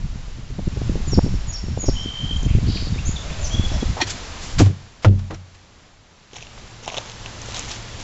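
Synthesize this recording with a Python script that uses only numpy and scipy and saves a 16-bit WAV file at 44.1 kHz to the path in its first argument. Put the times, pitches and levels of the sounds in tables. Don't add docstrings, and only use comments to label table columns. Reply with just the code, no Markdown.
import sys
import numpy as np
from scipy import signal
from scipy.fft import rfft, irfft, next_fast_len
from scipy.io import wavfile
from scipy.ndimage import uniform_filter1d, map_coordinates

SR = 44100
rng = np.random.default_rng(int(sys.argv[2]) if len(sys.argv) > 2 else 0)


def int16_out(signal):
    q = np.round(np.clip(np.atleast_2d(signal).T, -1, 1) * 32767)
    wavfile.write(sys.argv[1], SR, q.astype(np.int16))


def gain_from_db(level_db):
    decades = np.asarray(level_db, float) / 20
    return 10 ** decades


N = 354123
TIME = np.arange(N) / SR

# (time [s], level [dB])
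BREEZE = [(0, -53), (.45, -54), (1.05, -47), (1.6, -50.5), (2.4, -48), (3.98, -43.5), (4.55, -45.5),
          (4.68, -52.5), (4.8, -56), (5.45, -58.5), (6.29, -60.5), (6.38, -52.5), (6.8, -50.5), (7.02, -49),
          (7.6, -44.5), (8.03, -46.5)]
CALM_DB = -50


def unit(x):
    return x / np.sqrt(np.mean(x ** 2) + 1e-20)


def curves(rows):
    s, *columns = np.transpose(rows)
    gate = np.clip(np.minimum(TIME - s[0], s[-1] - TIME) / .002, 0, 1)
    return [np.interp(TIME, s, column) for column in columns] + [gate]


def wobble(rate):
    return map_coordinates(rng.standard_normal(int(N * rate / SR) + 4), [TIME * rate])


def filtered(x, response):
    m = next_fast_len(len(x) + SR // 4)
    hz = np.fft.rfftfreq(m, 1 / SR) + 1
    return irfft(rfft(x, m) * response(hz), m)[:len(x)]


def rush(spectrum):
    f, db = np.transpose(spectrum)
    return unit(filtered(rng.standard_normal(N), lambda hz: gain_from_db(np.interp(np.log(hz), np.log(f), db))))


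def peak(hz, centre_hz, width_hz):
    return 1j * hz * width_hz / (centre_hz ** 2 - hz * hz + 1j * hz * width_hz)


def add(track, s, sound):
    part = track[max(round(s * SR), 0):][:len(sound)]
    part += sound[:len(part)]


def press(rise, t60, db):
    t = np.arange(SR // 3) / SR
    return np.clip(t / rise, 0, 1) * gain_from_db(db - 60 * np.maximum(t - rise, 0) / t60)


def swell(rows):
    out = np.zeros(N)
    for s, length, hz, width_hz, db in rows:
        u = np.arange(4000 + SR // 3) / SR / length
        grain = unit(filtered(rng.standard_normal(len(u)), lambda f: peak(f, hz, width_hz) ** 2))
        add(out, s, gain_from_db(db) * np.sin(np.pi * np.clip(u, 0, 1) ** 0.79) ** 0.29 * grain)
    return out


def air():
    # (frequency [Hz], density [dB per Hz])
    leaf_colour = [(88, -33.5), (150, -0.5), (400, -4.5), (874, -5), (1490, -7.5), (3900, -9), (7460, -12),
                   (10400, -57)]
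    level_db, _ = curves(BREEZE)
    hiss = rush(leaf_colour)
    low = filtered(hiss, lambda hz: 1 / (1 + (hz / 2500) ** 2))
    shine_db = -1 + 0.17 * (level_db - CALM_DB)
    return gain_from_db(level_db + 8 + 0.68 * wobble(7)) * (low + gain_from_db(shine_db) * (hiss - low))


def traffic():
    # (frequency [Hz], density [dB per Hz])
    road_colour = [(8.8, -36), (15, 3.5), (48, -2), (108, -2.5), (168, -11), (250, -15.5), (320, -44.5),
                   (550, -120)]
    level_db, _ = curves(BREEZE)
    gate = np.clip((TIME - 4.6) / .05, 0, 1)
    phase = 2 * np.pi * np.cumsum(112 + 2.3 * wobble(7.2)) / SR
    engine = np.sin(phase) * gain_from_db(2.5 + 1.9 * wobble(15))
    engine_db = -51 + 1.8 * (level_db - CALM_DB)
    return gate * (gain_from_db(level_db + 7) * rush(road_colour) + gain_from_db(engine_db) * engine)


def wind():
    # (time [s], strength [dB])
    gusts = [(0, -26.5), (.3, -33), (.6, -30.5), (.84, -25.5), (1.01, -26), (1.2, -21.5), (1.58, -32),
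             (1.87, -24.5), (2.2, -28.5), (2.55, -21.5), (2.81, -23.5), (3.07, -25.5), (3.33, -29.5),
             (3.58, -24), (3.97, -27), (4.25, -36), (4.5, -35), (4.61, -18.5)]
    # (frequency [Hz], density [dB per Hz])
    heave_colour = [(7.1, -48.5), (12, 1), (38, 0), (90, -6.5), (120, -40.5), (200, -120)]
    flutter_colour = [(30, -43), (60, -0.5), (120, 1), (250, -14.5), (450, -39), (900, -54)]
    # (time [s], level [dB], swing half width [ms])
    pops = [(0.01, -28.5, 3.4), (0.593, -19.5, 1), (0.679, -17.5, 1.53), (0.772, -26.5, 0.98),
            (0.818, -25.5, 1), (0.896, -19.5, 1.25), (0.957, -21.5, 0.97), (1.078, -21.5, 1.83),
            (1.135, -20, 0.93), (1.177, -6.5, 1.55), (1.19, -8, 0.59), (1.264, -18.5, 1.07),
            (1.342, -23, 1.45), (1.641, -24.5, 1.74), (1.685, -24, 1.4), (1.776, -24.5, 0.77),
            (1.843, -25.5, 0.68), (1.888, -11, 0.78), (2.06, -26, 1.5), (2.463, -21.5, 1.37),
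            (2.512, -13.5, 2.6), (2.551, -13, 1.78), (2.586, -21.5, 1.1), (2.673, -18.5, 1.9),
            (2.701, -16.5, 2.06), (2.961, -27.5, 1.13), (3.093, -18, 2.1), (3.544, -19.5, 2.3),
            (3.597, -12.5, 1.83), (3.83, -15.5, 0.93)]
    ripples = [0.283, .386, 0.507, .603, .92, .975, 1.004, 1.246, 1.279, 1.669, 2.311, 2.434, 2.688, 2.759,
               2.825, 2.872, 3.314, 3.558, 3.639, 3.719]
    # (time [s], level [dB], swing half width [ms])
    lurches = [(0.099, -17, 3.6), (.155, -18, 2.5), (.392, -18, 2.1), (.51, -20, 2.9), (.668, -12.5, 3),
               (.775, -11, 3.1), (.815, -11, 2.6), (.893, -12, 3.3), (1.178, -7, 3.5), (1.335, -16, 3.5),
               (1.63, -17, 3.5), (1.77, -11.5, 3.1), (1.882, -9, 3), (1.93, -14, 3), (2.451, -15, 3),
               (2.548, -7, 3.9), (2.682, -9, 2.2), (3.025, -14, 3.5), (3.188, -10.5, 3.3),
               (3.312, -13, 2.8), (3.54, -15, 3.5), (3.662, -13.5, 3), (3.715, -13, 2.9), (3.895, -17, 4.6)]
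    gust_db, gate = curves(gusts)
    flutter_db = -5 + gust_db + 0.26 * (gust_db + 33.5)
    heave = unit(gain_from_db(3.1 * wobble(9)) * rush(heave_colour))
    flutter = unit(gain_from_db(3.2 * wobble(20) + 5.06 * wobble(45)) * rush(flutter_colour))
    out = gate * (gain_from_db(gust_db) * heave + gain_from_db(flutter_db) * flutter)

    eddies = pops + [(s, gust_db[round(s * SR)] - 2.5, 1.34) for s in ripples]
    eddies = eddies + [(s + .004, db - 13.5, width) for s, db, width in lurches]
    t_ms = np.arange(SR // 10) / SR * 1000 - 50
    for (s, db, width_ms), luck in zip(eddies, rng.uniform(-0.98, 1, (len(eddies), 5, 3))):
        luck[0, :2] = 0
        offset, loss, turn = luck.T[:, :, None]
        half_length_ms = max(6.97 - 0.11 * (db + 20), 2)
        width = max(width_ms, .3) * (1 + 0.99 * np.abs(offset))
        u = (t_ms - 1.807 * half_length_ms * offset) / width
        swing_level = gain_from_db(-14 * np.abs(loss) - 3 * np.abs(offset))
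        swings = swing_level * np.cos(1.2 * u + np.pi * turn) / (1 + u * u) ** 2.09
        burst = swings.sum(axis=0)
        drive = gain_from_db(db + 13.0) * (burst - burst.mean())
        add(out, s - 50 / 1000, 0.77 * np.tanh(drive))
    return out


def woods(x):
    t = np.arange(SR) / SR
    tail = rng.standard_normal(SR) * gain_from_db(-60 * t / 0.67) * (1 - np.exp(-t / 0.0071))
    tail /= np.linalg.norm(tail)
    tail[[370, 820]] += [.5, .3]
    return signal.fftconvolve(x, tail)[:N]


def glide(rows, waver_hz=0, waver_db=0):
    s, hz, db = np.transpose(rows)[:3]
    t = np.arange(s[0], s[-1], 1 / SR)
    shake = uniform_filter1d(rng.standard_normal((2, SR // 2 + SR // 8)), 150, axis=1)
    shake = shake[:, :len(t)] * np.sqrt(150)
    edge = np.clip(np.minimum(t - s[0], s[-1] - t) / .002, 0, 1)
    phase = 2 * np.pi * np.cumsum(np.interp(t, s, hz) + waver_hz * shake[0]) / SR
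    return edge * gain_from_db(np.interp(t, s, db) + 5.0 + waver_db * shake[1]) * np.sin(phase)


def whistles():
    # (time [s], high note length [s], high pitch [Hz], high level [dB], low level [dB])
    songs = [
        (1.066, 0.043, 6940, -38, -28.5),
        (1.466, 0.061, 6740, -37.5, -31),
        (1.78, .078, 6680, -31.5, -32.5),
    ]
    # (time [s], pitch [Hz], level [dB])
    low_note = [
        (.008, 5750, -11),
        (.015, 5570, -5),
        (.034, 5480, -1),
        (.044, 4000, -9.5),
    ]
    # (time [s], length [s], start pitch [Hz], end pitch [Hz], level [dB])
    chips = [(2.369, 0.0056, 7500, 6340, -38), (2.426, .01, 5450, 7540, -37),
             (2.771, 0.0046, 3070, 2090, -30), (2.93, 0.034, 3810, 3550, -45),
             (2.976, 0.021, 2110, 2855, -37.5), (3.051, .022, 6050, 6820, -36),
             (3.067, .02, 6800, 7270, -35.5), (3.16, .014, 3780, 3335, -31.5),
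             (3.172, 0.026, 3524, 3500, -43), (3.405, 0.028, 7240, 7100, -43),
             (3.44, .018, 6320, 5930, -30.5), (3.45, 0.014, 5940, 5040, -36.5),
             (3.506, 0.027, 3116, 3370, -37), (3.53, 0.025, 3310, 3360, -30.5),
             (3.567, 0.029, 3330, 3370, -35), (3.607, .065, 3430, 3360, -38.5),
             (3.687, .13, 3365, 3360, -44.5)]
    notes = []
    for s, long, hz, db, low_db in songs:
        high = [(s, hz + 430, db - 19), (s + 0.39 * long, hz + 40, db),
                (s + 0.73 * long, hz, db), (s + long, hz - 60, db - 18)]
        notes.append(high + [(s + long + late, low_hz, low_db + g) for late, low_hz, g in low_note])
    for s, long, a, b, db in chips:
        notes.append([(s, a, db - 6.5), (s + 0.5 * long, a + 0.5 * (b - a), db), (s + long, b, db - 2)])
    return notes


def trill():
    # (time [s], pitch [Hz], level [dB], beat rate [per s])
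    beaten_tone = [(1.935, 3120, -47, 70), (1.98, 3105, -34, 70), (2.04, 3160, -38, 70),
                   (2.06, 3115, -33, 65), (2.09, 3125, -36, 58), (2.27, 3135, -36, 58),
                   (2.376, 3190, -35, 58)]
    hz, db, beats, gate = curves(beaten_tone)
    turn = np.pi * np.cumsum(beats * (gate > 0)) / SR
    phase = 2 * np.pi * np.cumsum(hz - 55 * np.sin(2 * turn) + 30 * wobble(90)) / SR
    return gate * gain_from_db(db + 6.5 + 2.4 * wobble(70)) * np.abs(np.sin(turn)) ** 0.98 * np.sin(phase)


def birds():
    # (time [s], length [s], centre [Hz], width [Hz], level [dB])
    rasps = [(1.105, .02, 6300, 900, -42), (1.52, .025, 5700, 1100, -39), (1.856, .03, 5600, 1100, -35),
             (1.885, .03, 5300, 400, -41), (1.9, .14, 5450, 450, -44), (2.47, .097, 2500, 950, -44),
             (2.64, .22, 3130, 400, -45), (2.66, .22, 4600, 800, -38), (2.68, .14, 3950, 440, -43),
             (3.07, .06, 6700, 600, -39), (3.3, .008, 2600, 1000, -37), (3.41, .03, 7100, 500, -43),
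             (3.425, .03, 6500, 900, -41), (3.45, .04, 5600, 1100, -36), (3.46, .04, 7100, 700, -42),
             (3.47, .12, 5950, 600, -41), (3.68, .008, 5000, 4000, -37), (3.71, .07, 5600, 900, -43)]
    calls, near = swell(rasps), trill()
    for note in whistles():
        add(calls, note[0][0], glide(note, waver_hz=28, waver_db=1.5))
    return calls + near + gain_from_db(2.5 * wobble(70)) * woods(gain_from_db(-5) * calls + gain_from_db(-9) * near)


def crunches():
    # (time [s], rise [s], level [dB], thump share [dB])
    steps = [(6.33, 0.0018, -46, 1.5), (6.346, 0.012, -42, -10), (6.405, 0.015, -49, -15),
             (6.574, 0.0038, -58, 13.5), (6.826, 0.01, -39.5, -3.5), (6.873, 0.0052, -44.5, 12),
             (6.918, 0.0039, -42.5, 8), (6.942, 0.0021, -45, 7.5), (6.968, .002, -43, 13),
             (7.001, 0.019, -51, 8), (7.05, 0.018, -46, 0), (7.256, .003, -47, 4.5),
             (7.4, 0.096, -40.5, -3.5), (7.489, 0.0024, -59, 10), (7.535, 0.03, -30.5, -12),
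             (7.67, 0.038, -35.5, -27), (7.71, 0.016, -43, -23), (7.86, 0.031, -50, -5.5),
             (7.985, 0.018, -42.5, -1.5)]
    grains = rng.standard_normal(N) * gain_from_db(2 * wobble(150) + 4 * wobble(900))
    bright = unit(filtered(grains, lambda hz: peak(hz, 3700, 6000) * (hz < 8000)))
    dull = unit(filtered(grains, lambda hz: peak(hz, 970, 630)))
    weight, thump = np.zeros((2, N))
    for s, rise, db, thump_db in steps:
        t60 = 0.12 + 7.2 * rise
        add(weight, s, press(rise, t60, db))
        add(thump, s, press(rise, t60, db + thump_db))
    return weight * bright + thump * dull


def snaps():
    # (time [s], peak level [dB], ring [Hz])
    twigs = [(5.3457, -31, 5600), (6.3332, -32.5, 3180), (6.3128, -38, 2310), (6.3585, -33, 2300),
             (6.366, -27.5, 2400), (6.372, -35.5, 5570), (6.384, -29, 2250), (6.4072, -31, 2450),
             (6.4253, -25.5, 2600), (6.433, -30.5, 2400), (6.4687, -29.5, 2820), (6.83, -35, 6100),
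             (6.837, -35, 6000), (6.848, -31, 3000), (6.86, -27.5, 5600), (6.881, -29.5, 3600),
             (6.886, -21.5, 2900), (6.901, -21.5, 2150), (6.9176, -32, 5600), (6.935, -28, 3200),
             (6.944, -20.5, 3200), (6.95, -29, 2500), (6.9684, -15, 3340), (6.9748, -19, 3450),
             (6.9764, -17.5, 2850), (6.9823, -16.5, 3600), (7.003, -31.5, 5700), (7.0977, -22.5, 3370),
             (7.1182, -24, 3830), (7.2605, -21.5, 2770), (7.417, -22, 6270), (7.4599, -23.5, 6500),
             (7.508, -24.5, 4100), (7.5446, -14, 3920), (7.5672, -28, 3000), (7.594, -13, 7140),
             (7.694, -16, 6980), (7.7367, -30, 3240)]
    out, t = np.zeros(N), np.arange(SR // 40) / SR
    for s, db, hz in twigs:
        splinter = unit(filtered(rng.standard_normal(len(t)), lambda f: peak(f, hz, 2500)))
        crack = gain_from_db(-60 * t / 0.0082) * (0.78 * np.sin(2 * np.pi * hz * t) + 0.61 * splinter)
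        body = gain_from_db(-15 - 60 * t / 0.0094) * np.sin(2 * np.pi * 720 * t)
        add(out, s, gain_from_db(db - 1.5) * (crack + body))
    return out


def knocks():
    # (time [s], peak level [dB], ring [Hz])
    lumps = [(6.332, -28, 440), (6.366, -31, 850), (6.577, -31, 1110), (6.829, -33, 458), (6.865, -24, 840),
             (6.885, -24, 905), (6.917, -31, 1210), (6.942, -18, 680), (6.975, -29, 660), (6.982, -15, 650),
             (6.984, -22, 900), (7.258, -28, 1020), (7.486, -20, 498), (7.758, -34, 428)]
    out, t = np.zeros(N), np.arange(SR // 40) / SR
    for s, db, hz in lumps:
        level = gain_from_db(db - 1.5 - 60 * t / .016) * (1 - np.exp(-t / .0006))
        add(out, s, level * np.sin(2 * np.pi * hz * t))
    return out


def footsteps():
    out = crunches() + snaps() + knocks()
    bounce = np.interp(TIME, [7.2, 7.45], [.55, .2])
    return out + bounce * filtered(out, lambda hz: np.exp(-2j * np.pi * hz / 3100))


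def chair():
    # (frequency [Hz], width [Hz], level [dB])
    chair_modes = [(1890, 27, -2.5), (2490, 40, -3), (3240, 29, -8), (4230, 88, -5), (5660, 27, -10.5)]
    # (time [s], level [dB])
    drag = [(3.998, -42), (4.006, -29), (4.012, -26), (4.015, -14), (4.023, -16), (4.03, -23), (4.05, -38)]
    db, gate = curves(drag)

    def body(hz):
        modes = sum((-1) ** k * gain_from_db(g) * peak(hz, c, 3.5 * w) for k, (c, w, g) in enumerate(chair_modes))
        return .16 * peak(hz, 3000, 4500) + modes

    return gate * gain_from_db(db) * unit(filtered(rng.standard_normal(N) * gain_from_db(0.7 * wobble(500)), body))


def grass():
    # (time [s], rise [s], t60 [s], level [dB], tilt [dB per octave])
    swishes = [(4.065, 0.011, 0.19, -29.5, -1), (4.091, 0.015, 0.11, -25.5, 3),
               (4.4, 0.036, 0.67, -36.5, 2), (4.58, 0.013, 0.15, -18, -1.3), (4.6, 0.0056, 0.091, -14, -16),
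               (4.639, 0.021, 0.17, -34, -4), (5.018, 0.018, 0.074, -37, -3.5),
               (5.0464, 0.00026, 0.078, -16, -8.5), (5.0842, 0.00027, 0.005, -29, -5.5),
               (5.186, 0.0087, 0.06, -41.5, -3.5), (5.303, 0.0054, 0.13, -31, -9.5),
               (5.329, 0.018, 0.09, -41.5, -4), (5.54, 0.012, .1, -47.5, -3.5)]
    out = np.zeros(N)
    for s, rise, t60, db, tilt_db in swishes:
        colour = lambda hz: gain_from_db(tilt_db * np.log2(hz / 2000)) / (1 + (650 / hz) ** 3) * (hz < 8000)
        add(out, s, press(rise, t60, db) * unit(filtered(rng.standard_normal(SR // 3), colour)))
    return out


def rim_taps():
    # (time [s], peak level [dB], ring [Hz], t60 [s])
    taps = [
        (3.9693, -19, 795, 0.018),
        (3.974, -23, 620, .02),
        (4.6077, -14, 281, .07),
        (4.6216, -8.5, 260, .05),
        (5.0469, -5.5, 1160, .005),
        (5.0466, -11.5, 2300, 0.0076),
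        (5.0525, -12, 1400, 0.018),
    ]
    out, t = np.zeros(N), np.arange(SR // 3) / SR
    for s, db, hz, t60 in taps:
        add(out, s, gain_from_db(db - 60 * t / t60) * np.sin(2 * np.pi * hz * t))
    return out


def wall_modes():
    # (frequency [Hz], level [dB], t60 [s])
    walls = [(38, -4.5, 0.49), (178, -2.5, 0.17), (205.1, -3.5, 0.38), (299, 1, 0.14), (378.5, -11, 0.25),
             (528, 0.5, 0.09), (630, 0.5, 0.068), (750, -0.5, .1), (850, -7, 0.049), (980, -5.5, .06),
             (1400, -3.5, .06), (1630, -4, .06)]
    # (time [s], level [dB], ring time factor [1], hardness [Hz])
    blows = [
        (4.599, -10.5, 0.41, 1300),
        (4.606, -11, 0.64, 603),
        (4.618, -23, 0.63, 330),
        (4.661, -29, 1.05, 700),
        (4.7, -22.5, 0.52, 200),
        (5.0464, -18.5, 1.2, 800),
        (5.075, -21, 1.05, 330),
        (5.13, -33.5, 1.3, 350),
        (5.303, -34.5, 0.93, 1300),
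        (5.325, -29.5, 0.62, 500),
    ]
    out, t = np.zeros(N), np.arange(SR // 3) / SR
    main_hz, main_db, main_t60 = np.transpose(walls)[:, :, None]
    for (s, db, ring, hard_hz), luck in zip(blows, rng.uniform(0, 1, (len(blows), 3, 32, 1))):
        crowd_hz = 120 * 12 ** luck[0]
        hz = np.r_[main_hz, crowd_hz]
        t60 = ring * np.r_[main_t60, 75 / crowd_hz]
        start_db = np.r_[main_db + 8 * (luck[1, :len(walls)] - .5), -16 + 10 * luck[1]]
        level = gain_from_db(db + start_db - 60 * t / t60) / (1 + (hz / hard_hz) ** 2)
        modes = level * np.sin(2 * np.pi * (hz * t + np.r_[0 * main_hz, luck[2]]))
        add(out, s, modes.sum(axis=0) * (1 - np.exp(-t / 0.00091)))
    return out


def boom(rise, hold, db, fall):
    t = np.arange(SR * 3 // 5) / SR
    after = np.maximum(t - rise - hold, 0)
    decay = gain_from_db(-fall * after) + gain_from_db(-21 - 0.24 * fall * after)
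    level = gain_from_db(db + 3.5 - 17 * np.clip(1 - t / rise, 0, 1)) * decay
    phase = 2 * np.pi * np.cumsum(89.56 + 14.4 * np.exp(-t / .11)) / SR
    floor = gain_from_db(-14.5) * np.sin(2 * np.pi * 122.2 * t + 3.1)
    return level * (np.sin(phase) + floor)


def plastic_bin():
    # (time [s], length [s], centre [Hz], width [Hz], level [dB])
    rubs = [
        (3.22, 0.41, 618, 150, -44.5),
        (3.7, 0.1, 630, 194.4, -39.5),
        (3.972, 0.027, 680, 704, -30),
        (4.012, 0.032, 312, 80.6, -27.5),
        (4.0, 0.02, 790, 300, -23.5),
        (4.015, 0.016, 970, 300, -29),
    ]
    # (time [s], rise [s], hold [s], level [dB], fall [dB per s])
    landings = [
        (4.04, 0.019, 0.022, -33.5, 257),
        (4.602, 0.016, 0.056, -11, 416),
        (5.0473, 0.028, 0.0086, -7.5, 181.5),
        (5.329, 0.034, .01, -44.5, 118),
    ]
    out = swell(rubs) + rim_taps() + wall_modes() + grass()
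    for s, *shape in landings:
        add(out, s, boom(*shape))
    return out


def scene():
    return (air() + traffic() + wind() + birds() + footsteps() + chair() + plastic_bin())[None]


def low_pass(x):
    return signal.sosfilt(signal.butter(12, 8120, fs=SR, output="sos"), x)


def record(dry):
    narrow = filtered(dry[0], lambda hz: 1 / (1 + (hz / 7750) ** 60) * (hz < 8150))
    mix = np.clip(narrow, -1, 1)[None]
    return low_pass(mix)


dry = scene()
out = record(dry)
int16_out(out)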